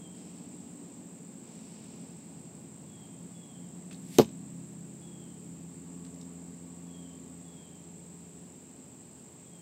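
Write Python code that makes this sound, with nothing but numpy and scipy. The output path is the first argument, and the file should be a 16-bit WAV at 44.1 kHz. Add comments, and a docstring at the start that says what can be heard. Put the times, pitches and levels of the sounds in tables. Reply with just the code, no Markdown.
"""Arrow shot in a backyard

A bowstring ticks, feathers hiss past, and the arrow thumps into a nearby foam board: the board's
modes ring, the shaft cracks, the foam crunches. Gear ticks later. Crickets trill with their wings,
a far bird whistles falling notes and leaves rustle in gusts. Underneath, a propeller plane, a road
engine and a steady motor drone in harmonics over a wash of traffic."""
import sys
import numpy as np
from scipy import signal
from scipy.fft import rfft, irfft
from scipy.io import wavfile
from scipy.ndimage import uniform_filter1d

SR = 44100
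rng = np.random.default_rng(int(sys.argv[2]) if len(sys.argv) > 2 else 0)


def put_to_file(sound):
    """Save the sound as 16-bit audio at rate SR, in the file named by the first command-line argument."""
    columns = np.atleast_2d(sound).T  # one column per channel
    safe = np.clip(columns, -1, 1)
    whole_steps = np.round(safe * 32767)
    wavfile.write(sys.argv[1], SR, whole_steps.astype(np.int16))


N = 423801
T = np.arange(N) / SR
IMPACT_S = 4.1849


# blows of tip, backing layers, stop: t/s, level/dB, contact/ms
BLOWS = [(4.1851, -22.4, 1.9), (4.1888, -26.5, .3), (4.1968, -21.6, .75), (4.2042, -24.1, 2.1)]
# board modes: f/Hz, level/dB, t60/s
BOARD_MODES = [(86.4, -2, 0.22), (119, -15, 0.21), (187, -38, 0.046), (222, 4, 0.14), (278, 3.5, 0.038),
               (306, 0.5, 0.061), (354, 2.5, 0.075), (430.6, 17.5, 0.072), (537, 7, 0.077), (570, 0, 0.069),
               (672, -2, 0.11), (716, -3, 0.045), (820, -3.5, 0.078), (880, -11, .07), (1112, -6.5, 0.078),
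               (1280, -12, 0.076)]

def board_thump(cutoff_hz=142):
    """Each blow is a half-sine push that rings the board; a free panel radiates little deep bass."""
    t, out = T[:SR // 3], np.zeros(N)
    ring = sum(amp(db - 60 * t / t60) * np.sin(2 * np.pi * hz * t) for hz, db, t60 in BOARD_MODES)
    for s, db, contact_ms in BLOWS:
        push = np.sin(np.pi * np.clip(T[:400] / (contact_ms / 1000), 0, 1))
        add(out, s, amp(db) * np.convolve(ring, push / push.sum()))
    return signal.sosfilt(signal.butter(4, cutoff_hz, "high", fs=SR, output="sos"), out)


# shaft resonances: f/Hz, width/Hz, level/dB
SHAFT_MODES = [(3150, 500, -4), (4060, 450, 1), (5290, 500, -4), (6030, 450, -2), (8050, 900, -13),
               (11500, 1500, -10), (14900, 900, -18)]

def shaft_crack(level_db=-19.5, hold_s=0.002, t60_s=0.005, snap_db=4, snap_t60_s=0.004, bare_db=-5):
    """A burst of splintering foam excites the shaft at first contact."""
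    t, out = T[:2000], np.zeros(N)
    body = amp(-60 * np.maximum(t - hold_s, 0) / t60_s)
    snap = amp(snap_db - 60 * t / snap_t60_s)
    burst = rng.standard_normal(len(t)) * (body + snap)
    ring = sum(amp(db) * unit_rms(resonate(burst, hz, width)) for hz, width, db in SHAFT_MODES)
    crack = amp(bare_db) * unit_rms(burst) + ring
    add(out, IMPACT_S, amp(level_db) * crack / np.std(crack[:120]))
    return out


# foam friction spectrum: f/Hz, density/dB
FOAM_SPECTRUM = [(500, -32), (900, 12), (1300, -4.5), (2000, -6), (3000, -2.5), (5000, -3.5), (7500, -12),
                 (9900, -24), (11700, -8), (16000, -19)]

def foam_scrape(level_db=-29.5, brake_s=0.086, settle_db=-57, settle_t60_s=0.4, crunch_db=2.5):
    """Crunchy foam noise dies ever faster as the shaft brakes, then settles faintly."""
    t, out = T[:SR // 4], np.zeros(N)
    braking = amp(level_db - 60 * (t / brake_s) ** 2)
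    settling = amp(settle_db - 60 * t / settle_t60_s)
    envelope = (braking + settling) * np.minimum(t / 0.0042, 1)
    grains = unit_rms(uniform_filter1d(rng.standard_normal(len(t)), round(0.0015 * SR)))
    crunch = unit_rms(amp(crunch_db * grains))
    add(out, BLOWS[0][0], envelope * crunch * noise(FOAM_SPECTRUM, len(t)))
    return out


# feather hiss spectrum: f/Hz, density/dB
FEATHER_SPECTRUM = [(880, -42.5), (1500, -12), (2080, -1), (3620, -1), (4460, -1), (8240, -2), (13500, -6),
                    (16000, -15.5)]

def feather_hiss(release_s=3.9285, pass_s=4.158, speed_m_per_s=40, nearest_m=1.37, db_at_1m=-47.5):
    """The hiss swells as the arrow nears, passing the listener just before the board."""
    t, out = np.arange(release_s, IMPACT_S, 1 / SR), np.zeros(N)
    distance_m = np.hypot(nearest_m, speed_m_per_s * (pass_s - t))
    add(out, release_s, amp(db_at_1m) / distance_m ** 1.4 * noise(FEATHER_SPECTRUM, len(t)))
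    return out


# three bowstring ticks, then three of gear: t/s, level/dB, f/Hz, width/Hz, t60/s
TICKS = [(3.91, -46, 2500, 3000, 0.079), (3.9285, -44.5, 5000, 7000, .025), (3.9435, -50, 4200, 1500, .04),
         (6.0498, -47.5, 4000, 5000, .02), (6.1422, -52, 5000, 4000, .015),
         (6.2122, -46, 5000, 3500, 0.032)]

def string_and_gear_ticks(crest_db=7):
    """Short noise bursts, each through one broad, steep resonance."""
    out = np.zeros(N)
    for s, db, hz, width, t60 in TICKS:
        burst = rng.standard_normal(3000) * amp(-60 * T[:3000] / t60)
        tick = resonate(resonate(burst, hz, width), hz, width)
        add(out, s, amp(db - crest_db) * tick / np.std(tick[:100]))
    return out


# house wall echoes: delay/s, level/dB
WALL_ECHOES = [(0.0605, -26), (.1055, -35)]

def yard(x, fence_db, fence_s=0.016, tail_db=-19, cutoff_hz=6000):
    """Adds fence and wall echoes and a diffuse tail; grass and hedges soak up their treble."""
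    dull = signal.lfilter(*signal.butter(2, cutoff_hz, fs=SR), x)
    out = x + amp(tail_db) * reverb(dull, t60_s=0.3, rise_s=0.018)
    for delay_s, db in [(fence_s, fence_db)] + WALL_ECHOES:
        add(out, delay_s, amp(db) * (dull + 0.33 * x))
    return out


# near crickets: f/Hz, stroke rate/Hz, level/dB, duty/1, pitch scatter/Hz
CRICKETS = [(7610, 48.3, -62, 0.85, 24), (8150, 52.5, -65, 0.91, 29), (8080, 58, -68, .7, 39.8),
            (7460, 46, -72, 0.99, 40.), (7140, 46, -71.5, .7, 40.7), (8390, 54.5, -75, 0.77, 56)]
# far cricket spectrum: f/Hz, density/dB
CHORUS_SPECTRUM = [(5500, -31.5), (6500, -18.5), (7000, -11.5), (7150, -3.5), (7600, -4), (7830, -3.5),
                   (8000, 0), (8220, -3.5), (8400, -13), (8700, -28), (9200, -44)]

def crickets(chorus_db=-59, pitch_sag=0.012):
    """Each wing stroke is a tone pulse that sags in pitch; far crickets merge into a noise band."""
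    out = amp(chorus_db + 0.29 * wander(3.4)) * noise(CHORUS_SPECTRUM, N)
    for k, (hz, rate_hz, db, duty, scatter_hz) in enumerate(CRICKETS):
        strokes = np.cumsum(rate_hz * (1 + 0.0121 * wander(3))) / SR + rng.random()
        progress = np.minimum(strokes % 1 / duty, 1)
        pitch_jitter, level_jitter = rng.standard_normal((700, 2))[strokes.astype(int)].T
        pitch_hz = hz * (1 - pitch_sag * (progress - 0.5)) + scatter_hz * pitch_jitter
        song = amp(1.2 * level_jitter) * np.sin(np.pi * progress) ** 2 * np.sin(phase_of(pitch_hz))
        drift_db = 0.54 * wander(7.4) if k == 0 else 1.4 * wander(6.5)  # nearest is steadiest
        out += amp(db + drift_db) * unit_rms(song)
    return out


# whistles: t/s, length/s, start f/Hz, level/dB, swell/dB
WHISTLES = [(-.15, 0.24, 3473, -65, 0.5), (2.86, 0.23, 3420, -65.5, -5), (3.328, .26, 3430, -65.5, -5),
            (5.003, 0.29, 3390, -68.5, -2.5), (6.85, 0.23, 3390, -70.5, 2), (7.442, .25, 3420, -70.5, 4.5),
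            (9.444, 0.23, 3350, -72.5, 2)]

def bird(fall_hz=340, dip_db=2, flutter_db=3, flutter_s=0.016):
    """Falling sine whistles flutter in moving air and echo among far walls and trees."""
    span, out = round(flutter_s * SR), np.zeros(N)
    for s, length_s, start_hz, db, swell_db in WHISTLES:
        progress = np.arange(max(-s, 0) / length_s, 1, 1 / (length_s * SR))
        tone = np.sqrt(2) * np.sin(phase_of(start_hz - fall_hz * progress ** 1.35))
        fades = np.minimum(progress / 0.14, 1) * np.minimum((1 - progress) / 0.03, 1)
        jitter = uniform_filter1d(rng.standard_normal(SR // 2), span)
        flutter = unit_rms(uniform_filter1d(jitter, span))[:len(progress)]
        level_db = db + swell_db * progress - dip_db * np.sin(np.pi * progress) + flutter_db * flutter
        add(out, max(s, 0), amp(level_db) * fades * tone)
    return out + reverb(out, t60_s=0.84, rise_s=0.058)


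# propeller fading: t/s, harmonic 2 level/dB, harmonic 3 level/dB
PROPELLER_LEVELS = [(0, -53.5, -70), (.8, -57.5, -78), (1.3, -71, -74), (2, -52.5, -63), (2.9, -72, -64),
                    (3.27, -48, -61), (3.48, -59, -59), (3.7, -50.5, -56), (4.5, -53, -54), (5.2, -64, -68),
                    (5.6, -56, -55), (6, -47.5, -52), (7.3, -52.5, -52.5), (7.6, -55, -62),
                    (8.1, -53.5, -68), (8.45, -51, -65), (8.7, -77, -57.5), (9.61, -54.5, -74)]
# upper propeller lines: harmonic, level/dB re harmonic 3
PROPELLER_UPPER = [(4, -14.5), (5, -17), (13, -27)]

def plane(blade_hz=87.45, sag_hz_per_s=0.153, far_db=-75, swell_db=10.5, nearest_s=6.4, swell_s=3.4):
    """Harmonics of the blade rate; air and ground make each fade on its own."""
    root_db = far_db + swell_db * np.exp(-((T - nearest_s) / swell_s) ** 2)
    second_db, third_db = curves(PROPELLER_LEVELS, T)
    phase = phase_of(blade_hz - sag_hz_per_s * T)
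    lower = sum(amp(db + wander(5.2)) * np.sin(k * phase)
                for k, db in enumerate([root_db, second_db, third_db], 1))
    upper = sum(amp(third_db + db + 2.6 * wander(3.3)) * np.sin(k * phase) for k, db in PROPELLER_UPPER)
    return np.sqrt(2) * (lower + upper)


# engine cycle rate: t/s, f/Hz
ENGINE_RATE = [(0, 15.8), (.5, 15.5), (1.7, 13.93), (2.2, 13.88), (2.9, 13.3), (3.2, 13.6), (3.9, 15.7),
               (4.5, 16.9), (5.4, 17.1), (5.9, 16), (6.8, 15.5), (7.5, 13.4), (7.85, 13.15), (9.61, 13.15)]
# engine load: t/s, load/1
ENGINE_LOAD = [(0, 0.38), (.8, 0.04), (3.4, .2), (4.5, 1), (5.3, 0.95), (7.2, 0.28), (7.8, 0.3),
               (9.61, 0.44)]
# exhaust lines: harmonic, coasting level/dB, pulling level/dB
EXHAUST_LINES = [(6, -24, -11.5), (8, -14.5, -2), (9, -14, -18), (10, -8, 3), (11, -6, -18), (12, -2, 1.5),
                 (13, -7.5, -10), (14, -4.5, -6.5), (15, 0, -11), (16, 1.5, -24), (17, -9, -5.5),
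                 (18, -9, -16.5), (19, -2, -19), (20, -11.5, -9.5), (21, -12, -23), (22, -11.5, -33),
                 (25, -10.5, -20.5)]

def road_engine(base_db=-56, recede_db_per_s=0.84, load_db=4.5):
    """Wavering harmonics of a receding engine's cycle; under load the even ones take over."""
    phase = phase_of(curves(ENGINE_RATE, T)[0])
    load = curves(ENGINE_LOAD, T)[0]
    overall_db = base_db - recede_db_per_s * T + load_db * load
    out = np.zeros(N)
    for k, coasting_db, pulling_db in EXHAUST_LINES:
        level_db = overall_db + (1 - load) * coasting_db + load * pulling_db + 2.76 * wander(8)
        slip = 2 * np.pi * rng.random() + 1.21 * wander(10)  # uneven firing blurs each line
        out += amp(level_db) * np.sin(k * phase + slip)
    return np.sqrt(2) * out


# hum lines: f/Hz, level/dB
MOTOR_LINES = [(140.8, -71), (281.6, -69.5), (352, -70), (422.5, -69)]

def motor_hum(waver_db=2):
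    """Thin lines of steady pitch that waver in level."""
    return np.sqrt(2) * sum(amp(db + waver_db * wander(2)) * np.sin(2 * np.pi * hz * T)
                            for hz, db in MOTOR_LINES)


# traffic wash and hiss spectrum: f/Hz, density/dB
TRAFFIC_SPECTRUM = [(12, -49), (25, -28), (60, -20), (100, -9.5), (155, -2), (263, -1), (379, -6),
                    (879, -14.5), (1420, -24), (2480, -24.5), (5430, -31), (8000, -25), (9500, -36),
                    (16200, -33.5)]
# low-end swell: t/s, level/dB
TRAFFIC_SWELL = [(0, 1.5), (2, 1), (4.5, -1), (7.5, 0), (9.61, -3)]

def traffic_wash(level_db=-55, corner_hz=910, patch_db=0.75):
    """Patchy noise whose low end swells with the traffic."""
    hz, t, spectra = signal.stft(noise(TRAFFIC_SPECTRUM, N), SR, nperseg=1024)
    patches = uniform_filter1d(rng.standard_normal(spectra.shape), size=8, axis=0)
    patches = unit_rms(uniform_filter1d(patches, size=6, axis=1))
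    low_weight = 1 / (1 + (hz[:, None] / corner_hz) ** 2)
    spectra *= amp(low_weight * curves(TRAFFIC_SWELL, t)[0] + patch_db * patches)
    return amp(level_db) * signal.istft(spectra, SR, nperseg=1024)[1][:N]


# rustle spectrum with two faint squeaks: f/Hz, density/dB
LEAF_SPECTRUM = [(900, -40), (1500, -15), (2600, 1), (2800, -0.5), (3000, -3.5), (4200, -3), (5300, -1),
                 (5480, -1), (5650, -3.5), (9500, -11), (11000, -26), (15000, -47)]
# gusts: t/s, level/dB, hold/s
GUSTS = [(0.114, -69, 0.041), (1.403, -70, .5)]

def leaves(breeze_db=-74.5, rise_s=0.087, t60_s=2.6):
    """Leaves rustle in a faint breeze and in uneven gusts that rise fast and die slowly."""
    gusts = np.zeros(N)
    for s, db, hold_s in GUSTS:
        rise = np.clip((T - s) / rise_s, 0, 1)
        gusts += rise * amp(db - 60 * np.maximum(T - s - hold_s, 0) / t60_s)
    return (amp(breeze_db) + gusts * amp(1.8 * wander(40))) * noise(LEAF_SPECTRUM, N)


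def amp(db):
    return 10 ** (np.asarray(db) / 20)


def unit_rms(x):
    return x / np.sqrt(np.mean(x ** 2) + 1e-20)


def phase_of(hz):
    return 2 * np.pi * np.cumsum(hz) / SR


def curves(rows, t):
    """Each value column of a table, interpolated at times t."""
    s, *columns = np.transpose(rows)
    return [np.interp(t, s, column) for column in columns]


def add(mix, start_s, sound):
    part = mix[round(start_s * SR):][:len(sound)]
    part += sound[:len(part)]


def noise(spectrum, size):
    """Unit-rms noise, its spectrum interpolated over log frequency."""
    hz, db = np.transpose(spectrum)
    bin_hz = np.fft.rfftfreq(size, 1 / SR)
    gain = amp(np.interp(np.log(bin_hz + 1), np.log(hz + 1), db))
    return unit_rms(irfft(rfft(rng.standard_normal(size)) * gain, size))


def wander(top_hz):
    """Slow random drift of unit rms."""
    hz = np.geomspace(0.1, top_hz, num=16)
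    coarse = np.sin(2 * np.pi * (np.outer(T[::512], hz) + rng.random(16))) @ hz ** -0.5
    return np.interp(T, T[::512], unit_rms(coarse))


def resonate(x, hz, width_hz):
    """Resonance of unit peak gain."""
    return signal.lfilter(*signal.iirpeak(hz, hz / width_hz, SR), x)


def reverb(x, t60_s, rise_s):
    """Diffuse echoes of x from a unit-energy noise tail."""
    t = T[:SR // 2]
    tail = rng.standard_normal(len(t)) * amp(-60 * t / t60_s) * np.minimum(t / rise_s, 1)
    return signal.oaconvolve(x, tail / np.linalg.norm(tail))[:N]


def scene():
    """The shot over the backyard's background, in mono."""
    shot = board_thump() + foam_scrape() + yard(shaft_crack(), fence_db=-21)
    shot += yard(string_and_gear_ticks(), fence_db=-6) + feather_hiss()
    background = crickets() + bird() + plane() + road_engine() + motor_hum() + traffic_wash() + leaves()
    return (shot + background)[None]


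def record(dry):
    """Steep low-pass at 15.8 kHz."""
    lowpass = signal.firwin(511, 15800, window=("kaiser", 9), fs=SR)
    return signal.oaconvolve(dry, lowpass[None], "same")


dry = scene()
out = record(dry)
put_to_file(out)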